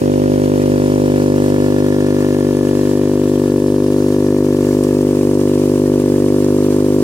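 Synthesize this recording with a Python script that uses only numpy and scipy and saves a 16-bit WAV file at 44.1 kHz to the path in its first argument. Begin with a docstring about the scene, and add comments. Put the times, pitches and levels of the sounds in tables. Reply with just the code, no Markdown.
"""A one-cylinder petrol pump drones on a lawn, firing about 50 times a second.
Each firing puffs through the muffler, the engine knocks and rattles, and its governor lets the speed
wander a little. The pump's hose pours water into a concrete channel: a splashing hiss with droplets,
small bubbles and a few fat drops, over a low outdoor rumble. A pair of microphones turns from the
lawn to the outlet, so pump and water drift between left and right."""
import sys
import numpy as np
from scipy import signal
from scipy.fft import rfft, irfft, next_fast_len
from scipy.io import wavfile
from scipy.ndimage import uniform_filter1d, minimum_filter1d, map_coordinates

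SR = 44100
rng = np.random.default_rng(int(sys.argv[2]) if len(sys.argv) > 2 else 0)


def bounce(signal):
    """Save signal as a 16-bit WAV file at the path given by the first command-line argument."""
    frames = np.transpose(np.atleast_2d(signal))
    limited = np.clip(frames, -1, 1)
    pcm = np.round(limited * 32767).astype(np.int16)
    wavfile.write(sys.argv[1], SR, pcm)


N = 310023

# Engine speed. Each row: time in seconds, firings per second.
ENGINE_SPEED = [(0.04, 49.65), (0.45, 50.22), (0.77, 49.61), (0.96, 50.34), (1.06, 49.68), (2.29, 49.73),
                (2.42, 49.22), (3.3, 49.74), (3.53, 48.81), (3.68, 49.72), (4.43, 49.74), (4.61, 49.15),
                (4.76, 50.22), (5.29, 49.12), (5.85, 49.88), (6.11, 49.12), (6.8, 50.25), (7.0, 49.9)]
# Exhaust tones over the lawn and by the channel. Each row: multiple of the firing rate, relative dB.
LAWN_TONES = [(1, -17), (2, -8), (3, -5), (4, -16), (5, 0), (6, -3), (7, -3), (8, -4), (9, -12), (10, -9),
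              (11, -10), (12, -17), (13, -20), (14, -24), (15, -26), (16, -29), (17, -33), (18, -30),
              (19, -25), (20, -29), (21, -28), (22, -34), (23, -34), (24, -33), (25, -40)]
CHANNEL_TONES = [(1, -19), (2, -10), (3, -7), (4, -16), (5, 0), (6, -2), (7, -1), (8, -2), (9, -10),
                 (10, -9), (11, -11), (12, -21), (13, -21), (14, -24), (15, -31), (16, -36), (17, -33),
                 (18, -29), (19, -27), (20, -29), (21, -30), (22, -32), (23, -32), (24, -35), (25, -41)]
# Exhaust balance in those two places. Each row: frequency in Hz, left minus right in dB.
LAWN_BALANCE = [(150, -1), (350, 2), (520, -8.5), (700, -3), (1000, 0.5)]
CHANNEL_BALANCE = [(150, -1.9), (350, -1.25), (520, 0), (700, -1.5), (1000, 3)]
# Exhaust loudness. Each row: time in seconds, level in dB, extra left minus right in dB.
EXHAUST_LEVEL = [(0.05, -12.5, 0.5), (1.38, -11.5, 1.5), (2.75, -12, 3.5), (5.36, -11.5, 2),
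                 (6.98, -11, 1.5)]
# Tailpipe resonances. Each row: frequency in Hz, width in Hz, strength (negative for an anti-resonance).
PIPE_MODES = [(225, 42.5, -0.77), (504, 2.8, 8.5), (586.5, 40, -1)]
# Ringing tones of the engine casing. Each row: frequency in Hz, width in Hz, relative level in dB.
CASING_MODES = [(1406, 36, 0), (1400, 260, -15), (1722, 31, 4.5), (1847, 69, -5), (2370, 150, -11)]
# Loudness of that ringing. Each row: time in seconds, level in dB.
CASING_LEVEL = [(0, -40.5), (1.0, -37.5), (1.9, -35.5), (3.4, -47.5), (4.5, -49), (5.1, -53), (7.03, -52.5)]
# Tone colour of engine rattle, splash and outdoor air. Each row: frequency in Hz, relative level in dB.
RATTLE_COLOUR = [(300, -39), (600, 7.5), (1000, -1), (1400, -3), (1800, -1.5), (2200, -6.5), (3000, -4),
                 (4200, -7.5), (5500, -8), (9000, -17), (16000, -45)]
SPLASH_COLOUR = [(200, -10), (600, 2), (1100, 3), (1600, -2), (2100, -5), (2800, -2.5), (3800, -4),
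                 (5200, -0.5), (7200, -1), (9800, -1), (12500, -4.5), (15800, -9)]
AIR_COLOUR = [(15, -18), (40, -11), (80, -6), (170, -4.5), (300, -3.5), (600, -14), (1500, -42)]
# Splash loudness. Each row: time in seconds, base level in dB.
SPLASH_LEVEL = [(0, -37.5), (1.26, -34.5), (2.2, -36), (2.6, -35), (4.3, -36), (4.7, -34.5), (7.03, -34.5)]
# Splash that arrives straight. Each row: frequency in Hz, dB above the scattered splash.
STRAIGHT_SHARE = [(300, 6), (1500, 0), (3500, -1), (7000, -4), (15000, -7)]
# Fat drops on concrete. Each row: start in seconds, relative level in dB, pitch in Hz.
FAT_DROPS = [(2.401, -19, 8600), (2.568, -18, 8950), (2.686, -25.5, 2900), (4.837, -12.5, 8900),
             (6.260, -28, 7350), (6.445, -20, 6830)]
# The microphones turn, then settle on the outlet. Each row: time in seconds, heading in degrees.
MIC_HEADING = [(0, 0), (4.2, 51), (5.2, 58), (7.03, 62)]

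FIRING_HZ, TOP_HZ = 49.6, 15850  # usual firing rate; highest frequency kept
JET_DEG, PUMP_DEG = 73, 227  # the jet comes round to the front, the pump passes behind
MIC_GAP_MS = 0.46  # travel time between the microphones
BASS_DETOUR, BEND_HZ = 1.42, 445  # bass bends round their housing, taking this many times longer
BANK_DEG, BANK_WIDTH_DEG = 26, 5.3  # heading where the exhaust takes on the channel's colour
SHADOW_DEG, SHADOW_WIDTH_DEG = 42, 3.7  # heading where the housing starts to shield the engine
RATTLE_DB, SHADOW_LOSS_DB = -39.5, 13  # rattle in the open, and its loss when shielded
OPEN_PAN_DB, SHADOW_PAN_DB = 0.8, 14.5  # left minus right for the clatter
JET_PAN_DB_PER_DEG = -0.0347  # the splash drifts right during the turn
SPATTER_DB, SPATTER_S = 9, 0.004  # size and fading time of the hiss a fat drop kicks up


def amp(db):
    """Turn decibels into a gain."""
    return 10 ** (np.asarray(db) / 20)


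def unit(x):
    """Scale a sound to an average (rms) level of 1."""
    return x / np.sqrt(np.mean(x ** 2) + 1e-20)


def along(points, hz):
    """Read between (Hz, value) points on a logarithmic frequency scale."""
    freqs, values = np.transpose(points)
    return np.interp(np.log(hz + 1), np.log(freqs + 1), values)


def curves(rows):
    """Give one value per sample for each column after the time."""
    seconds, *columns = np.transpose(rows)
    return [np.interp(np.arange(N) / SR, seconds, column) for column in columns]


def wobble(rate):
    """A smooth curve through `rate` random values a second."""
    return map_coordinates(rng.standard_normal(int(N * rate / SR) + 4), [np.arange(N) * rate / SR])


def filtered(x, response):
    """Scale and delay each frequency as response(hz) says."""
    size = 2 * next_fast_len(N // 2 + SR // 4)
    return irfft(rfft(x, size) * response(np.fft.rfftfreq(size, 1 / SR)), size)[..., :N]


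def coloured(x, spectrum):
    """Give a sound a tone colour, at an average level of 1."""
    return unit(filtered(x, lambda hz: amp(along(spectrum, hz))))


def resonance(hz, centre_hz, width_hz):
    """How a thing that rings at one pitch answers each frequency."""
    return 1j * hz * width_hz / (centre_hz ** 2 - hz ** 2 + 1j * hz * width_hz)


def pulses(at, sizes):
    """Clicks, each shared between the two nearest samples."""
    at = np.clip(at, 0, N - 1)
    whole = at.astype(int)
    before = np.bincount(whole, sizes * (1 - at + whole), N + 1)
    after = np.bincount(whole + 1, sizes * (at - whole), N + 1)
    return (before + after)[:N]


def tails(clicks, fade_s):
    """Give each click a fading tail."""
    return signal.lfilter([1], [1, -np.exp(-1 / (fade_s * SR))], clicks)


def panned(x, pan_db):
    """Make the left side louder than the right by pan_db."""
    return x * amp(np.array([[.5], [-.5]]) * pan_db)


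def arriving(x, bearing_deg, detour=1):
    """Sound from one direction reaches the nearer microphone first."""
    lead_ms = detour * MIC_GAP_MS * np.sin(np.radians(bearing_deg - curves(MIC_HEADING)[0]))
    shift = lead_ms * SR / 2000  # half the lead for each side, in samples
    left, right = np.broadcast_to(x, (2, N))
    return np.array([map_coordinates(left, [np.arange(N) + shift]),
                     map_coordinates(right, [np.arange(N) - shift])])


def past(centre_deg, width_deg):
    """Go smoothly from 0 to 1 as the microphones turn past a heading."""
    return .5 + .5 * np.tanh((curves(MIC_HEADING)[0] - centre_deg) / (2 * width_deg))


def firings(start_turn, hunt_hz, scatter_db, weak_share, weak_db, rebound):
    """Place and size each firing; a weak burn leaves fuel for a stronger next one."""
    turns = start_turn + np.cumsum(curves(ENGINE_SPEED)[0] + hunt_hz * wobble(20)) / SR
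    at = np.interp(np.arange(np.ceil(turns[0]), turns[-1]), turns, np.arange(N))
    chance = rng.random((len(at), 2))
    burn_db = scatter_db * (2 * chance[:, 0] - 1) + weak_db * (chance[:, 1] < weak_share)
    return at, amp(burn_db - rebound * np.roll(burn_db, 1))


def puff_shape(gain, puff_ms):
    """A filter with this gain that turns a click into a rounded puff and its echoes."""
    ripples = irfft(np.log(gain + 1e-6))
    delay_ms = np.fft.fftfreq(len(ripples)) * len(ripples) * 1000 / SR
    # broad ripple in the gain is the puff itself; fine ripple is echo, which can only come later
    late = np.sign(delay_ms) * (1 - np.exp(-(delay_ms / puff_ms) ** 4))
    return np.exp(rfft(ripples * (1 + late)))


def tailpipe(hz):
    """The pipe holds back tones near its resonances, so they ring on between puffs."""
    modes = [1 + strength * resonance(hz, centre, width) for centre, width, strength in PIPE_MODES]
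    return np.exp(1j * np.angle(np.prod(modes, axis=0)))


def muffler(puffs, tones, balance, rasp_db):
    """Each puff leaves as one push of air, followed by echoes from the ground and banks."""
    harmonics = [(multiple * FIRING_HZ, db) for multiple, db in tones]
    spectrum = [(10, -70), (30, -32)] + harmonics + [(1500, -56), (2500, -80)]
    rasp = [(400, 0.0083), (1000, rasp_db)]
    gain = lambda hz: amp(along(spectrum, hz) + along(rasp, hz))
    boom = unit(filtered(puffs, lambda hz: tailpipe(hz) * puff_shape(gain(hz), puff_ms=3.2)))
    return filtered(boom, lambda hz: panned(1, along(balance, hz)))


def exhaust(at, sizes, rough_db):
    """Quick puffs blend into a drone that changes colour as the microphones turn."""
    level_db, pan_db = curves(EXHAUST_LEVEL)
    turn = past(BANK_DEG, BANK_WIDTH_DEG)
    puffs = pulses(at, sizes)
    lawn = muffler(puffs, LAWN_TONES, LAWN_BALANCE, rasp_db=3.0)
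    channel = muffler(puffs, CHANNEL_TONES, CHANNEL_BALANCE, rasp_db=-0.5)
    drone = unit((1 - turn) * lawn + turn * channel)
    # uneven burning rings the muffler can a little differently each time
    unevenness = np.diff(rng.standard_normal(len(at) + 1))
    can = filtered(pulses(at, unevenness), lambda hz: resonance(hz, centre_hz=230, width_hz=150) ** 2)
    voice = drone + amp(rough_db) * unit(can)
    bass = filtered(voice, lambda hz: 1 / (1 + (hz / BEND_HZ) ** 10))
    heard = arriving(bass, PUMP_DEG, BASS_DETOUR) + arriving(voice - bass, PUMP_DEG)
    return amp(level_db) * panned(heard, pan_db)


def casing(hz):
    """The engine casing rings at a few pitches when knocked."""
    return sum((-1) ** k * amp(db) * resonance(hz, centre, width)
               for k, (centre, width, db) in enumerate(CASING_MODES))


def clatter(at, early_ms, jitter_ms, scatter_db, burst_s, steady, scattered_db):
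    """Just before each puff, moving parts knock the casing and the rattle swells."""
    ring_db, = curves(CASING_LEVEL)
    shadow = past(SHADOW_DEG, SHADOW_WIDTH_DEG)
    chance = rng.standard_normal((len(at), 2))
    knock_at = at + (jitter_ms * chance[:, 0] - early_ms) * SR / 1000
    knocks = pulses(knock_at, amp(scatter_db * chance[:, 1]))
    ring = unit(filtered(knocks, casing))
    bursts = (steady + tails(knocks, burst_s)) * rng.standard_normal((3, N))
    rattle = amp(RATTLE_DB - SHADOW_LOSS_DB * shadow) * coloured(bursts, RATTLE_COLOUR)
    straight = arriving(amp(ring_db) * ring + rattle[0], PUMP_DEG)
    pan_db = (1 - shadow) * OPEN_PAN_DB + shadow * SHADOW_PAN_DB
    return panned(straight + amp(scattered_db) * rattle[1:], pan_db)


def plinks(at, hz, size, cycles, rise, length=400):
    """Drops or bubbles ring and fade over a few cycles; `rise` bends their pitch up."""
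    age = hz[:, None] * np.arange(length) / SR  # in cycles
    waves = size[:, None] * np.exp(-age / cycles) * np.sin(2 * np.pi * age * (1 + rise * age / cycles))
    places = at.astype(int)[:, None] + np.arange(length)
    return np.bincount(places.ravel(), waves.ravel(), N)[:N]


def spray(count, centre_hz, spread, cycles, rise, spread_db):
    """A cloud of plinks of random time, pitch and size."""
    hz = np.clip(centre_hz * np.exp(spread * rng.standard_normal(count)), 0, TOP_HZ)
    size = amp(spread_db * np.minimum(rng.exponential(size=count), 5))
    return unit(plinks(rng.uniform(0, N, count), hz, size, cycles, rise))


def water_jet(flutter_db, surge_db, drops_db, bubbles_db):
    """The jet breaks into lumps that hiss, drip and bubble; the concrete scatters part of the sound."""
    level_db, = curves(SPLASH_LEVEL)
    pan_db = JET_PAN_DB_PER_DEG * curves(MIC_HEADING)[0]
    droplets = lambda: spray(count=3000, centre_hz=8370, spread=0.345, cycles=1.8, rise=0, spread_db=3.1)
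    bubbles = lambda: spray(count=4000, centre_hz=2781, spread=0.407, cycles=15,
                            rise=0.022, spread_db=3.5)
    fizz = lambda: rng.standard_normal(N) + amp(drops_db) * droplets() + amp(bubbles_db) * bubbles()
    straight = filtered(fizz(), lambda hz: amp(along(STRAIGHT_SHARE, hz)))
    scattered = np.array([fizz(), fizz()])
    splash = coloured(scattered + arriving(straight, JET_DEG), SPLASH_COLOUR)
    lumps_db = flutter_db * wobble(70) + surge_db * wobble(9)
    return amp(level_db + lumps_db + spatter()) * panned(splash, pan_db)


def outdoor_air(level_db):
    """The low rumble of the open air, nearly the same on both sides."""
    gain = amp(level_db + wobble(2.9))
    return gain * coloured(rng.standard_normal(N) + 0.2 * rng.standard_normal((2, N)), AIR_COLOUR)


def slaps(cycles, gain_db):
    """Single fat drops hit bare concrete with a sharp plink."""
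    start_s, db, hz = np.transpose(FAT_DROPS)
    return arriving(plinks(start_s * SR, hz, amp(db + gain_db), cycles, rise=0), JET_DEG)


def spatter():
    """Each fat drop briefly swells the splash; gives the boost in dB."""
    start_s, db, _ = np.transpose(FAT_DROPS)
    return SPATTER_DB * tails(pulses(start_s * SR, amp(db - db.max())), SPATTER_S)


def scene():
    """Mix the pump, the water and the open air."""
    at, sizes = firings(start_turn=0.0702, hunt_hz=0.0514, scatter_db=1.11,
                        weak_share=0.059, weak_db=-1.6, rebound=0.27)
    engine = clatter(at, early_ms=1.565, jitter_ms=0.051, scatter_db=1.7,
                     burst_s=0.0034, steady=0.97, scattered_db=-1)
    pump = exhaust(at, sizes, rough_db=-28.0) + engine
    jet = water_jet(flutter_db=0.78, surge_db=0.76, drops_db=-9.5, bubbles_db=-9.5)
    return pump + jet + outdoor_air(level_db=-37) + slaps(cycles=5.6, gain_db=-0.5)


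def record(dry):
    """Turn down the tallest peaks and cut everything above TOP_HZ."""
    needed = np.minimum(1, .96 / (np.abs(dry).max(axis=0) + 1e-9))
    gain = uniform_filter1d(minimum_filter1d(needed, size=1300), size=600)
    return filtered(dry * gain, lambda hz: hz < TOP_HZ)


dry = scene()
out = record(dry)
bounce(out)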